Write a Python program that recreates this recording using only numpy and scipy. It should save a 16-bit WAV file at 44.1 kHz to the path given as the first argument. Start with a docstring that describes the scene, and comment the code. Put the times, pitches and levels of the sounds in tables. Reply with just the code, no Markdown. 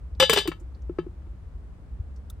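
"""A lid set on a cooking pot

Outdoors, close to the microphone, a metal lid clanks, bounces, scrapes and seats, then rocks softly.
Each impact excites the lid's strong modes and a dense clash of sheet metal, until the seated rim damps
them. The air in the pot resonates, booming lower as the gap closes. Nearby walls add a weak tail.
Behind it lie a low rumble, a few handling bumps and faint ticks."""
import sys
import numpy as np
from scipy import signal
from scipy.fft import rfft, irfft
from scipy.io import wavfile

SR = 44100
rng = np.random.default_rng(int(sys.argv[2]) if len(sys.argv) > 2 else 0)


def dump_mix(stems):
    """Bounce the given channels to the path in sys.argv[1] as a 16-bit WAV at rate SR."""
    frames = np.atleast_2d(stems).T  # one column per channel
    limited = np.clip(frames, -1, 1)  # hard clip at full scale
    pcm = np.round(limited * 32767).astype(np.int16)
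    wavfile.write(sys.argv[1], SR, pcm)


N = 105840

# outdoor background (frequency [Hz], relative spectral density [dB])
RUMBLE_SPECTRUM = [(15, -42.5), (25, -19.5), (47, -3.5), (70, -1), (95, -12.5), (120, -16.5), (200, -23.5),
                   (335, -30), (680, -37.5), (1250, -42), (3000, -55), (6000, -62.5), (9000, -63),
                   (12000, -72.5), (16000, -73)]
# handling bumps (centre time [s], frequency [Hz], level [dB], half-width [s])
HANDLING_BUMPS = [(0.06, 59.7, -29.5, 0.022), (0.135, 65, -28.5, 0.015), (0.185, 65, -28, 0.012),
                  (0.633, 55.9, -31, 0.022), (0.862, 57.8, -28.5, 0.046), (1.56, 59.5, -29, 0.017),
                  (1.932, 60, -28, 0.024), (2.006, 73.2, -21.5, 0.0076), (2.19, 61.6, -32, 0.019),
                  (2.334, 66, -30.5, 0.0081)]
# ticks and scuffs (time [s], level [dB], centre [Hz], bandwidth [Hz], t60 [s])
SCUFFS = [(0.149, -55.5, 4320, 1780, 0.027), (0.384, -21, 4130, 802, 0.057),
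          (0.598, -60.5, 7170, 3480, 0.086), (0.745, -61.5, 4425, 1314, 0.068),
          (0.819, -63, 6100, 3001, 0.029), (2.16, -60, 5640, 2400, 0.064), (2.3, -47.5, 3610, 400, 0.031),
          (2.2990, -47, 5640, 3020, 0.028), (2.2990, -40.5, 10900, 12100, 0.033),
          (2.303, -45, 1313, 121, 0.015)]
# rim impacts (time [s], ring level [dB], clash level [dB], treble corner [Hz], contact time [s])
RIM_CONTACTS = [(0.1996, -18.5, -12, 9900, 0.0017), (0.2251, -22.5, -13.5, 5530, .001),
                (0.2418, -54, -32, 5810, .001), (0.2958, -22.5, -13.5, 11810, 0.0011),
                (0.3290, -40, -14, 14350, 0.0081), (0.3603, -26, -23, 6000, 0.0024),
                (0.3728, -25.5, -14, 6600, 0.0011), (0.382, -54.5, -21, 9200, 0.0082),
                (0.4100, -52, -32.5, 7050, 0.0041), (0.455, -53.5, -30, 1181, .002),
                (0.4749, -34.5, -26, 15800, .001), (0.5161, -35, -29, 2480, 0.0026),
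                (0.8950, -41.5, -42, 599, 0.0023), (0.9856, -32, -29.5, 1540, 0.0035),
                (1.065, -62, -45, 752, 0.0012), (1.2195, -61.5, -54, 1098, 0.0011),
                (1.2679, -63.5, -52.5, 1199, .001)]
# strong modes of lid and pot (frequency [Hz])
LID_MODE_HZ = [852, 1070, 1284, 1717, 2245, 2697, 2944, 2987, 3090, 3546, 3840, 3923, 4599, 4887, 5965,
               7160, 7860]
# response of each strong mode (level when loose [dB], level when seated [dB], t60 [s])
LID_MODE_RESPONSE = [(-7, -13.5, 0.13), (-11.5, 2, 0.041), (-13.5, 0, .11), (-5, -7, .17), (-17, -9, .16),
                     (-9.5, -6.5, .22), (0, -24, 0.22), (-13, -11, .25), (-2, -4.5, 0.36), (-0.5, -10, 0.3),
                     (-13.5, -11.5, .3), (-9.5, -19, 0.37), (-11, -7, 0.34), (-7.5, -14, .33),
                     (-11.5, -11, .16), (-14, -11.5, 0.15), (-11, -22, .11)]
# crowded modes of the sheet metal (frequency [Hz], relative spectral density [dB])
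SHEET_SPECTRUM = [(150, -9), (400, -2.5), (700, -5), (950, -1), (1800, -5), (2500, -4.5), (3300, -4),
                  (4300, -9.5), (5500, -12), (6600, -16), (8500, -9.5), (10100, -24), (11500, -8.5),
                  (13700, -14.5), (15200, -10), (17000, -24)]
# decay of those modes (frequency [Hz], t60 [s])
SHEET_DECAY = [(200, 0.072), (1200, 0.0659), (4000, 0.13), (8000, 0.13), (15000, 0.092)]
# air pumped in the pot (time [s], frequency [Hz], level [dB], swell [s], t60 [s])
AIR_BOOMS = [(0.201, 529, -12.5, 0.037, 0.04), (0.296, 451, -12.5, 0.0026, 0.074),
             (0.330, 409, -23, 0.0043, 0.087), (0.362, 475, -19.5, 0.0029, 0.03),
             (0.371, 402.5, -15.5, 0.0071, 0.07), (0.4549, 407.3, -28.5, .005, 0.075),
             (0.478, 332.5, -16.5, 0.0115, 0.0279), (0.612, 341.8, -45, .008, 0.067),
             (0.896, 351, -22.5, 0.0021, 0.058), (0.9872, 356, -15, 0.0019, 0.052),
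             (1.065, 350, -29, 0.0036, 0.054), (1.269, 338, -45, 0.0034, 0.054)]
# level difference at the microphone's two ports (frequency [Hz], left over right [dB])
PORT_BALANCE = [(100, 0.5), (400, 3), (1300, 6), (2500, 7.5), (4500, 3.5), (8000, 2), (12000, -1)]
# phase difference at the ports (frequency [Hz], lag of the right [rad])
PORT_LAG = [(100, 0.26), (380, 0.33), (550, -0.35), (1300, .1), (2000, -.3), (2700, 1), (3600, 1),
            (4900, -0.59), (6000, -.1), (7900, 0.19)]

SEATED_S, SEATED_T60_S = .465, 0.19  # from then on the rim adds this damping
PORT_SPREAD_HZ = 7500  # above this the two ports hear different phases
TOP_HZ = 16500
SIDES = np.array([[1], [-1]])  # left, right


def undb(db):
    """Amplitude ratio of a level in decibels."""
    return 10 ** (np.asarray(db) / 20)


def curve_at(points, hz):
    """Interpolation of (frequency [Hz], value) points on a logarithmic frequency axis."""
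    knots_hz, values = np.array(points, float).T
    return np.interp(np.log(np.maximum(hz, 1)), np.log(knots_hz), values)


def fade(t, t60):
    """Exponential decay: unity until t = 0, then 60 dB down every t60."""
    return np.exp(-np.log(1000) * np.maximum(t, 0) / t60)


def add(out, start, sound):
    """Superposition of a sound from a start time on."""
    i = int(start * SR)
    out[..., i:i + sound.shape[-1]] += sound[..., :N - i]


def noise(gain, wide_hz, size):
    """Random-phase stereo noise of unit RMS; the channels lose coherence above wide_hz."""
    hz = np.fft.rfftfreq(size, 1 / SR)
    mid, side = np.exp(2j * np.pi * rng.random((2, len(hz))))
    coherence = 1 / (1 + (hz / wide_hz) ** 2)
    spectrum = np.sqrt(1 + coherence) * mid + np.sqrt(1 - coherence) * side * SIDES
    x = irfft(gain(hz) * spectrum, size)
    return x / x.std()


def colour(x, response):
    """Linear filtering: the spectrum is multiplied by a frequency response."""
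    size = 2 * x.shape[-1]
    return irfft(rfft(x, size) * response(np.fft.rfftfreq(size, 1 / SR)), size)[..., :size // 2]


def lowpass(x, hz):
    """Second-order roll-off of the treble."""
    return signal.sosfilt(signal.butter(2, min(hz, SR * 4 / 9), fs=SR, output="sos"), x)


def outdoor_rumble(level_db=-41, port_noise_db=-10.5):
    """Partial coherence: both ports share the rumble, while the faint hiss differs at each."""
    shape = lambda hz: undb(curve_at(RUMBLE_SPECTRUM, hz))
    outdoors = noise(shape, wide_hz=676, size=N)
    port_noise = noise(shape, wide_hz=1, size=N)
    return undb(level_db) * (outdoors + undb(port_noise_db) * port_noise)


def handling_bumps():
    """Structure-borne sound: the hand jolts the microphone with low tone pulses of Gaussian shape."""
    t = np.arange(N) / SR
    return sum(undb(db) * np.sin(2 * np.pi * hz * (t - centre)) * np.exp(-((t - centre) / width) ** 2)
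               for centre, hz, db, width in HANDLING_BUMPS)


def ticks(rise_s=0.0022):
    """Friction and light impact: rim and hand give short bursts of band-limited noise."""
    out, t = np.zeros((2, N)), np.arange(SR // 8) / SR
    for start, db, centre_hz, width_hz, t60 in SCUFFS:
        band = lambda hz: 1 / (1 + ((hz ** 2 - centre_hz ** 2) / (width_hz * (hz + 1))) ** 2)
        envelope = fade(t, t60) * np.minimum(t / rise_s, 1)
        add(out, start, undb(db) * noise(band, PORT_SPREAD_HZ, len(t)) * envelope)
    return out


def rim_damping(t, start):
    """Contact damping: the extra decay of a ring begun at start, once the rim is seated."""
    return fade(t - max(SEATED_S - start, 0), SEATED_T60_S)


def lid_ring(contact_loss_db=-1, max_beat_hz=54.25, twin_db=-10):
    """Modal resonance: each impact drains a mode a little and feeds it anew; a close twin beats with it."""
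    out, t, clock = np.zeros(N), np.arange(SR // 2) / SR, np.arange(N) / SR
    for hz, (loose_db, seated_db, t60) in zip(LID_MODE_HZ, LID_MODE_RESPONSE):
        energy = np.zeros(N)
        for start, db, _, corner_hz, contact_s in RIM_CONTACTS:
            mode_db = seated_db if start > SEATED_S else loose_db
            amplitude = undb(db + mode_db) / np.hypot(1, (hz / corner_hz) ** 2)
            envelope = amplitude * fade(t, t60) * rim_damping(t, start)
            energy[int(start * SR):] *= undb(contact_loss_db) ** 2
            add(energy, start, envelope ** 2 * np.minimum(t / contact_s, 1))
        phase = 2 * np.pi * (hz * clock + rng.random())
        twin_phase = phase + 2 * np.pi * (max_beat_hz * rng.uniform(-1, 1) * clock + rng.random())
        out += np.sqrt(energy) * (np.sin(phase) + undb(twin_db) * np.sin(twin_phase))
    return out


def sheet_modes(t, count=420, scatter_db=3.5):
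    """Free vibration of a thin sheet: its crowded, damped modes and their weights at the two ports."""
    rank = (np.arange(count) + rng.random(count)) / count
    hz = 150 + (TOP_HZ - 150) * (rank + rank ** 2) / 2
    amplitude = undb(curve_at(SHEET_SPECTRUM, hz) + scatter_db * rng.standard_normal(count))
    amplitude *= np.sqrt(1 + 2 * rank)  # sparser modes each carry more energy
    amplitude /= np.sqrt(np.sum(amplitude ** 2) / 2)
    port_lag = rng.standard_normal(count) * hz / PORT_SPREAD_HZ
    rings = np.exp(2j * np.pi * hz[:, None] * t) * fade(t, curve_at(SHEET_DECAY, hz)[:, None])
    return rings, amplitude * np.exp(1j * port_lag * SIDES / 2)


def sheet_clash(modes_db=-5.5, crack_db=-2.5, crack_t60_s=.016, strike_scatter=0.66):
    """Impact excitation: a contact cracks and shakes the sheet; a long one scrapes, a soft one is dull."""
    out, t = np.zeros((2, N)), np.arange(SR // 7) / SR
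    rings, weights = sheet_modes(t)
    for start, _, db, corner_hz, contact_s in RIM_CONTACTS:
        strike = np.exp(2j * np.pi * rng.random(len(rings)))
        strike *= 1 + strike_scatter * rng.standard_normal(len(rings))
        modes = ((weights * strike) @ rings).imag
        crack = noise(lambda hz: undb(curve_at(SHEET_SPECTRUM, hz)), PORT_SPREAD_HZ, len(t))
        crack *= fade(t - contact_s, crack_t60_s)
        clash = undb(modes_db) * modes + undb(crack_db) * crack
        envelope = np.sqrt(np.minimum(t / contact_s, 1)) * rim_damping(t, start)
        add(out, start, lowpass(undb(db) * clash * envelope, corner_hz))
    return out


def pot_boom(stand_hz=162.6, stand_db=-16.5, stand_t60_s=0.25):
    """Cavity resonance: the air under the lid swells and rings, while the pot nods on its stand."""
    out, t = np.zeros(N), np.arange(SR // 2) / SR
    stand = undb(stand_db) * np.sin(2 * np.pi * stand_hz * t) * fade(t, stand_t60_s)
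    for start, hz, db, swell_s, t60 in AIR_BOOMS:
        rise = np.sqrt(np.minimum(t / swell_s, 1))
        air = np.sin(2 * np.pi * hz * t) * fade(t - swell_s, t60)
        add(out, start, undb(db) * rise * (air + stand))
    return out


def wall_reflections(direct, level_db=-26, t60=.3, corner_hz=13000, rise_s=0.03):
    """Reverberation: nearby walls return a weak, diffuse tail."""
    t = np.arange(SR // 2) / SR
    tail = lowpass(rng.standard_normal((2, len(t))), corner_hz)
    tail *= fade(t, t60) * np.minimum(t / rise_s, 1)
    tail /= np.sqrt(np.sum(tail ** 2) / 2)
    return undb(level_db) * signal.fftconvolve(direct, tail, axes=1)[:, :N]


def port_response(hz):
    """Differences of level and phase between the ports place a source a little to the left."""
    gain = undb(SIDES / 2 * curve_at(PORT_BALANCE, hz))
    return gain * np.exp(1j * SIDES / 2 * curve_at(PORT_LAG, hz))


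def scene():
    """Superposition of the direct sound of lid and pot, its reflections, the ticks and the background."""
    direct = colour(lid_ring() + sheet_clash() + pot_boom(), port_response)
    foreground = direct + wall_reflections(direct) + ticks()
    background = handling_bumps() + outdoor_rumble()
    return foreground + background * undb(SIDES / 2 * 0.82)  # left louder by 0.82 dB


def record(dry):
    """Soft saturation rounds the highest peaks; a steep low-pass limits the bandwidth."""
    rounded = dry / (1 + (dry / .9) ** 6) ** (1 / 6)
    return signal.sosfilt(signal.ellip(8, .2, 70, TOP_HZ, fs=SR, output="sos"), rounded)


dry = scene()
out = record(dry)
dump_mix(out)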